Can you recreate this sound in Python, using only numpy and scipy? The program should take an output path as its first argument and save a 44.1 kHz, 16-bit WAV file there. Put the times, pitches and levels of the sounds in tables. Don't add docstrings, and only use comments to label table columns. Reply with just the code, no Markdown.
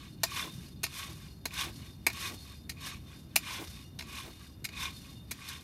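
import sys
import numpy as np
from scipy import signal
from scipy.fft import rfft, irfft, next_fast_len
from scipy.io import wavfile
from scipy.ndimage import map_coordinates

SR = 44100
rng = np.random.default_rng(int(sys.argv[2]) if len(sys.argv) > 2 else 0)


def waveform_to_disk(signal):
    frames = np.transpose(np.atleast_2d(signal))
    scaled = np.clip(frames, -1, 1) * 32767
    samples = np.round(scaled).astype(np.int16)
    wavfile.write(sys.argv[1], SR, samples)


N = 248283

# f/Hz, relative level/dB
OUTDOOR_SPECTRUM = [(20, -50), (35, -22), (50, -8.5), (72, -0.5), (100, -5.5), (160, -11), (240, -12),
                    (330, -17), (460, -28), (800, -31.5), (2000, -41), (7000, -59), (12500, -40.5),
                    (15500, -55.5)]
# f/Hz, relative level/dB
DRONE_SPECTRUM = [(70, -24), (110, -3), (160, -0.5), (230, -10), (330, -13.5), (500, -31.5), (1000, -57)]
# t/s, level/dB
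DRONE_LEVELS = [(0, -53.5), (0.7, -50.5), (1.3, -54.5), (3, -54.5), (4.6, -56.5), (5.63, -55.5)]
# t/s, level of the clicks before filtering/dB
STRAY_BEANS = [(1.758, -49.5), (3.672, -43), (3.754, -53)]
# f/Hz, relative level/dB
TUMBLE_SPECTRUM = [(90, -16), (200, -17), (330, 2), (480, -9), (700, -8.5), (1200, -17), (3000, -28)]
# f/Hz, width/Hz, relative level/dB
HANDLE_MODES = [(2310, 68, 6), (2455, 33, 16), (2860, 84, -21), (4100, 150, -31)]
# f/Hz, width/Hz, relative level/dB
IRON_MODES = [(2840, 17, -5), (3627, 25, 2.5), (4326, 48, 1.5), (4890, 16, -3), (5300, 41, -16),
              (5720, 15, -9.5), (6330, 35, -14), (7100, 28, -16), (9690, 110, -12.5)]
# f/Hz, relative level/dB
SHELL_SPECTRUM = [(800, -6.5), (2500, -0.5), (5300, 4.5), (7700, -2.5), (9300, 1), (13000, -2),
                  (14300, -4.5), (15800, -45)]
# f/Hz, relative level/dB
CRUSH_SPECTRUM = [(150, -25), (350, 1), (600, -10.5), (850, -3.5), (1300, -2), (1700, 3), (3900, 5.5),
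                  (4700, -5), (6500, -7.5), (8500, -4), (13000, -28), (16000, -38)]
# f/Hz, width/Hz, level over the plain crunch/dB
HEAP_MODES = [(1103, 66, 18), (1555, 88, 4), (1910, 21, 1), (2200, 92, 2), (2463, 57, 8), (2900, 120, -4),
              (3598, 73, 7), (4230, 220, -4.5), (5380, 320, 4.5), (6200, 330, 3.5)]
# hardest push t/s, crunch level/dB, rise/s, fall/s, loose beans level/dB,
# tumble level/dB, trickle level/dB, back stroke level/dB (loose and trickle: before RATTLE_TRIM_DB)
STROKES = [(-0.21, -40, .13, .11, -48, -55, -64, -55), (0.388, -36, 0.14, 0.12, -44.5, -48.5, -58, -58),
           (0.997, -42.5, 0.14, 0.17, -47.5, -57, -60.5, -58),
           (1.608, -33.5, 0.094, 0.1, -42, -47, -60, -56), (2.261, -39, .18, 0.096, -45, -50, -58, -56),
           (2.879, -41.5, 0.1, .11, -48, -67, -75, -57.5),
           (3.537, -38.5, 0.17, .13, -48, -45.5, -57, -57.5), (4.177, -43, .15, 0.16, -51, -50.5, -65, -59),
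           (4.835, -37.5, 0.12, 0.1, -47, -59.5, -59, -57.5), (5.515, -45, 0.22, 0.13, -53, -65, -62, -58)]
# f/Hz, width/Hz, relative level before scatter/dB
SPOON_MODES = [(365, 29, -13), (673, 37, -6.5), (983, 78, -7), (1110, 180, -14), (1524, 420, -11),
               (1850, 37, -4.5), (2187, 88, -0.5), (2430, 190, -3.5), (2790, 59, -6), (3740, 81, -5.5),
               (4050, 67, 1.5), (4170, 200, -7.5), (4380, 31, -1.5), (4860, 20, -5.5), (5610, 60, -9),
               (5880, 52, -9), (6417, 54, 0), (7080, 15, -8.5), (8820, 83, -1), (9130, 180, -8.5),
               (10500, 170, -10), (11330, 120, -5.5), (12970, 120, -4)]
# f/Hz, relative level/dB
CONTACT_SPECTRUM = [(100, -39), (350, -0.5), (520, -20), (800, -4), (1200, -11), (1500, -4.5), (2400, 0.5),
                    (3200, -5.5), (4100, -2.5), (5200, -2.5), (7700, -7), (12500, -5.5), (15500, -15.5)]
# low boom/dB, thud/dB (before its
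# own lift), woody ring/dB, clack/dB, crack/dB; contact/s, first touch ahead/s, first touch relative level/dB
LANDINGS = [(0.2362, -23, 3.5, 3.5, -1.5, 0, -1.5, 0.0041, 0.0025, -2.5),
            (0.8395, -24.5, -0.5, -5, -2.5, 1, -3, 0.003, 0.0074, -8),
            (1.458, -30, 13, 0.5, -3, -1.5, -5.5, 0.0019, 0.0028, 0),
            (2.069, -22.5, -1.5, 4, 8.5, -1, -1.5, 0.0028, 0.0027, -1.5),
            (2.697, -36.5, -13, -14, 3, 2, -1, 0.0044, .003, -3.5),
            (3.3611, -19, -5, -0.5, 4.5, -0.5, 1.5, .0033, .0028, -6.5),
            (3.992, -36, -14, -7, -5.5, 2.5, -10.5, 0.0053, .003, -3),
            (4.651, -31, -11, -13, -0.5, 1, -3.5, 0.0038, .008, -7),
            (5.313, -36, 1, -4.5, 3.5, -0.5, 1.5, 0.0069, 0.0031, -6)]
# t/s, level before colouring/dB
BOUNCES = [(0.864, -38.5), (1.513, -57), (2.1, -38), (2.718, -51.5), (4.007, -40.5), (4.022, -43.5),
           (4.688, -44), (4.73, -50)]
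# t/s, level before colouring/dB
SNAPS = [(0.939, -49), (1.537, -44), (2.13, -46), (5.487, -39)]

TOP_HZ = 15650
TUMBLE_AT, TUMBLE_S = 0.61, 0.051
DRAG_LEAD_S, DRAG_S, DRAG_DB = 0.08, 0.065, -16.5
PUSH_DROP_DB, PUSH_ROUND = 21, 1.4
SPRAY_LEAD_S, SPRAY_SPAN = 0.0047, 0.93
TRICKLE_AFTER_S, TRICKLE_S = 0.15, 0.17
BACK_AFTER_S, BACK_S = 0.24, 0.089
ROLL_AFTER_S, ROLL_S, ROLL_DB = 0.28, 0.12, -65
REST_CRUNCH_DB, REST_RATTLE_DB = -78.5, -78
RATTLE_TRIM_DB = 2.0
TOUCH_THUD_DB, TOUCH_CRACK_DB = -0.5, 4
BOUNCE_THUD_DB, BOUNCE_WOOD_DB, BOUNCE_CRACK_DB, BOUNCE_CONTACT_S = -1.5, 4, -8.5, 0.0051
SNAP_THUD_DB, SNAP_WOOD_DB, SNAP_CRACK_DB, SNAP_CONTACT_S = -12, -5, 0.5, 0.0053
MODE_SCATTER_DB = 0.5


def amp(db):
    return 10 ** (np.asarray(db) / 20)


def unit(x):
    return x / np.sqrt(np.mean(x ** 2) + 1e-20)


def slope(points, hz):
    f, db = np.transpose(points)
    return amp(np.interp(np.log(hz + 1), np.log(f), db))


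def resonances(modes, hz):
    return sum(amp(db) * 1j * hz * w / (c * c - hz * hz + 1j * hz * w) for c, w, db in modes)


def filtered(x, response):
    size = next_fast_len(len(x) + 8192)
    return irfft(rfft(x, size) * response(np.fft.rfftfreq(size, 1 / SR)), size)[:len(x)]


def wobble(rate):
    knots = rng.standard_normal(int(N * rate / SR) + 4)
    return map_coordinates(knots, [np.arange(N) * rate / SR])


def drifting(x, depth):
    place = np.arange(N) + np.cumsum(depth * wobble(7))
    return map_coordinates(x, [place], mode="mirror")


def swells(rows):
    t = np.arange(N) / SR
    return sum(amp(db) * np.exp(-2 * ((t - s) / width) ** 2) for s, db, width in rows)


def collisions(rate, spread_db):
    chance = np.clip(rate / SR, 1e-4, 1)
    size = amp(spread_db * np.clip(rng.standard_normal(N), -2, 2))
    struck = rng.random(N) < chance
    return unit(struck * rng.choice([-1, 1], N) * size / np.sqrt(chance))


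def outdoors():
    air = unit(filtered(rng.standard_normal(N), lambda hz: slope(OUTDOOR_SPECTRUM, hz)))
    drone = unit(filtered(rng.standard_normal(N), lambda hz: slope(DRONE_SPECTRUM, hz)))
    drone_db = np.interp(np.arange(N) / SR, *np.transpose(DRONE_LEVELS))
    return air * amp(-50.5 + 0.96 * wobble(5.2)) + drone * amp(drone_db + 2.4 * wobble(7))


def strays():
    t = np.arange(N) / SR
    skitter = sum(amp(db - 60 * np.abs(t - s) / 0.072) * (t >= s) for s, db in STRAY_BEANS)
    clicks = skitter * collisions(rate=3000, spread_db=4)
    tilt = [(6000, 1.5), (11000, -13)]
    shell = filtered(clicks, lambda hz: slope(SHELL_SPECTRUM, hz) * slope(tilt, hz))
    return shell + amp(10) * filtered(clicks, lambda hz: resonances(IRON_MODES, hz))


def slumps():
    folds = [(s + TUMBLE_AT * fall, tumble_db, TUMBLE_S) for s, _, _, fall, _, tumble_db, *_ in STROKES]
    clicks = collisions(rate=1600, spread_db=4.5)
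    return swells(folds) * unit(filtered(clicks, lambda hz: slope(TUMBLE_SPECTRUM, hz)))


def drags():
    scrapes = [(s - DRAG_LEAD_S, db + DRAG_DB, DRAG_S) for s, db, *_ in STROKES]
    slips = collisions(rate=600, spread_db=11)
    return swells(scrapes) * unit(filtered(slips, lambda hz: resonances(HANDLE_MODES, hz)))


def push(s, db, rise, fall):
    t = np.arange(N) / SR - s
    return amp(db - PUSH_DROP_DB * np.abs(t / np.where(t < 0, rise, fall)) ** PUSH_ROUND)


def stirring():
    crunch_power, rattle_power = amp(REST_CRUNCH_DB) ** 2, amp(REST_RATTLE_DB) ** 2
    for s, db, rise, fall, loose_db, _, trickle_db, back_db in STROKES:
        back = swells([(s + BACK_AFTER_S, back_db, BACK_S)])
        spray = push(s - SPRAY_LEAD_S, loose_db, SPRAY_SPAN * rise, SPRAY_SPAN * fall)
        trickle = swells([(s + TRICKLE_AFTER_S, trickle_db, TRICKLE_S)])
        roll = swells([(s + ROLL_AFTER_S, ROLL_DB, ROLL_S)])
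        crunch_power = crunch_power + push(s, db, rise, fall) ** 2 + back ** 2
        rattle_power = rattle_power + spray ** 2 + trickle ** 2 + roll ** 2
    return 10 * np.log10(crunch_power), 10 * np.log10(rattle_power)


def iron(rate):
    ring = np.zeros(N)
    for pitch, width, db in IRON_MODES:
        pings = filtered(collisions(rate, spread_db=3.5), lambda hz: resonances([(pitch, width, 0)], hz))
        ring += amp(db + 2.3 * wobble(9)) * unit(pings)
    return unit(ring)


def shell_ticks(rate, life):
    draw = rng.random((int(rate * N / SR), 3))
    t = np.arange(400) / SR
    hz = 900 + 6000 * draw[:, 1:2]
    size = -np.log(1 - draw[:, 2:])
    rings = size * np.sin(2 * np.pi * hz * t) * amp(-60 * t / life)
    where = (draw[:, :1] * N).astype(int) + np.arange(len(t))
    return unit(np.bincount(where.ravel(), rings.ravel(), N)[:N])


def crunching(crunch_db):
    clicks = collisions(rate=5000 * amp(0.34 * (crunch_db + 45.5)), spread_db=3.5)
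    grinding = clicks + amp(-6.5) * shell_ticks(rate=2400, life=0.019)
    crunch = unit(filtered(grinding, lambda hz: slope(CRUSH_SPECTRUM, hz) * (1 + resonances(HEAP_MODES, hz))))
    crunch = drifting(crunch, depth=0.015)
    return crunch * amp(crunch_db + 1.1 * wobble(70))


def rattling(rattle_db):
    ticks = collisions(rate=7000 * amp(0.18 * (rattle_db + 59.5)), spread_db=2.5)
    gain = amp(rattle_db + RATTLE_TRIM_DB + 2.1 * wobble(90))
    return gain * unit(filtered(ticks, lambda hz: slope(SHELL_SPECTRUM, hz)))


def beans():
    crunch_db, rattle_db = stirring()
    excitation = amp(-56.5 + 0.58 * (rattle_db + 60))
    damping = 1 + amp(0.45 * (crunch_db + 45))
    return crunching(crunch_db) + rattling(rattle_db) + iron(rate=220) * excitation / damping


def contacts():
    rows = []
    for s, db, boom, thud, wood, clack, crack, contact, ahead, touch_db in LANDINGS:
        rows.append((s - ahead, db + touch_db, boom, thud + TOUCH_THUD_DB, wood, clack,
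                     crack + TOUCH_CRACK_DB, ahead))
        rows.append((s, db, boom, thud, wood, clack, crack, contact))
    bounce = (BOUNCE_THUD_DB, BOUNCE_THUD_DB, BOUNCE_WOOD_DB, 0, BOUNCE_CRACK_DB, BOUNCE_CONTACT_S)
    snap = (SNAP_THUD_DB, SNAP_THUD_DB, SNAP_WOOD_DB, 0, SNAP_CRACK_DB, SNAP_CONTACT_S)
    return rows + [(s, db, *bounce) for s, db in BOUNCES] + [(s, db, *snap) for s, db in SNAPS]


def collar(x, t60, wet_db):
    t = np.arange(SR // 16) / SR
    paths = rng.standard_normal(len(t)) * amp(-60 * t / t60)
    paths *= amp(wet_db) / np.linalg.norm(paths)
    paths[0] = 1
    return signal.fftconvolve(x, paths / np.linalg.norm(paths))[:len(x)]


def knock(contact):
    t = np.arange(SR // 8) / SR
    contact = max(contact, 0.0008)
    pressing = amp(-60 * np.maximum(t - contact, 0) / 0.003)
    chatter = rng.standard_normal(len(t)) * amp(2.6 * rng.standard_normal(len(t))) * pressing
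    chatter = collar(filtered(chatter, lambda hz: slope(CONTACT_SPECTRUM, hz)), t60=0.08, wet_db=-2)
    build = np.minimum(t / contact, 1) ** 0.21
    free = np.maximum(t - contact * 0.76, 0)
    ring = np.zeros(len(t))
    for hz, width, db in SPOON_MODES:
        level = amp(db + MODE_SCATTER_DB * rng.uniform(-0.81, 1)) * np.sqrt(width)
        pitch = hz * (1 + rng.normal(0, 0.00089))
        ring += level * np.exp(-np.pi * width * free) * np.sin(2 * np.pi * (pitch * t + rng.random()))
    hit = unit(chatter) + amp(-1.5) * unit(build * ring)
    return hit / np.sqrt(np.mean(hit[t < contact + 0.001] ** 2))


def spoon():
    out = np.zeros(N + SR)
    for s, db, boom, thud, wood, clack, crack, contact in contacts():
        colour = [(380, boom), (650, thud + 2.5), (950, thud + 3), (1400, 0), (1800, 0.0039),
                  (2200, wood), (2450, wood), (3100, 0), (4300, clack), (9000, crack)]
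        hit = amp(db) * filtered(knock(contact), lambda hz: slope(colour, hz))
        out[round(s * SR):][:len(hit)] += hit
    return out[:N]


def scene():
    return (outdoors() + strays() + slumps() + drags() + beans() + spoon())[None]


def record(dry):
    return np.array([filtered(x, lambda hz: 1 / np.sqrt(1 + (hz / TOP_HZ) ** 160)) for x in dry])


dry = scene()
out = record(dry)
waveform_to_disk(out)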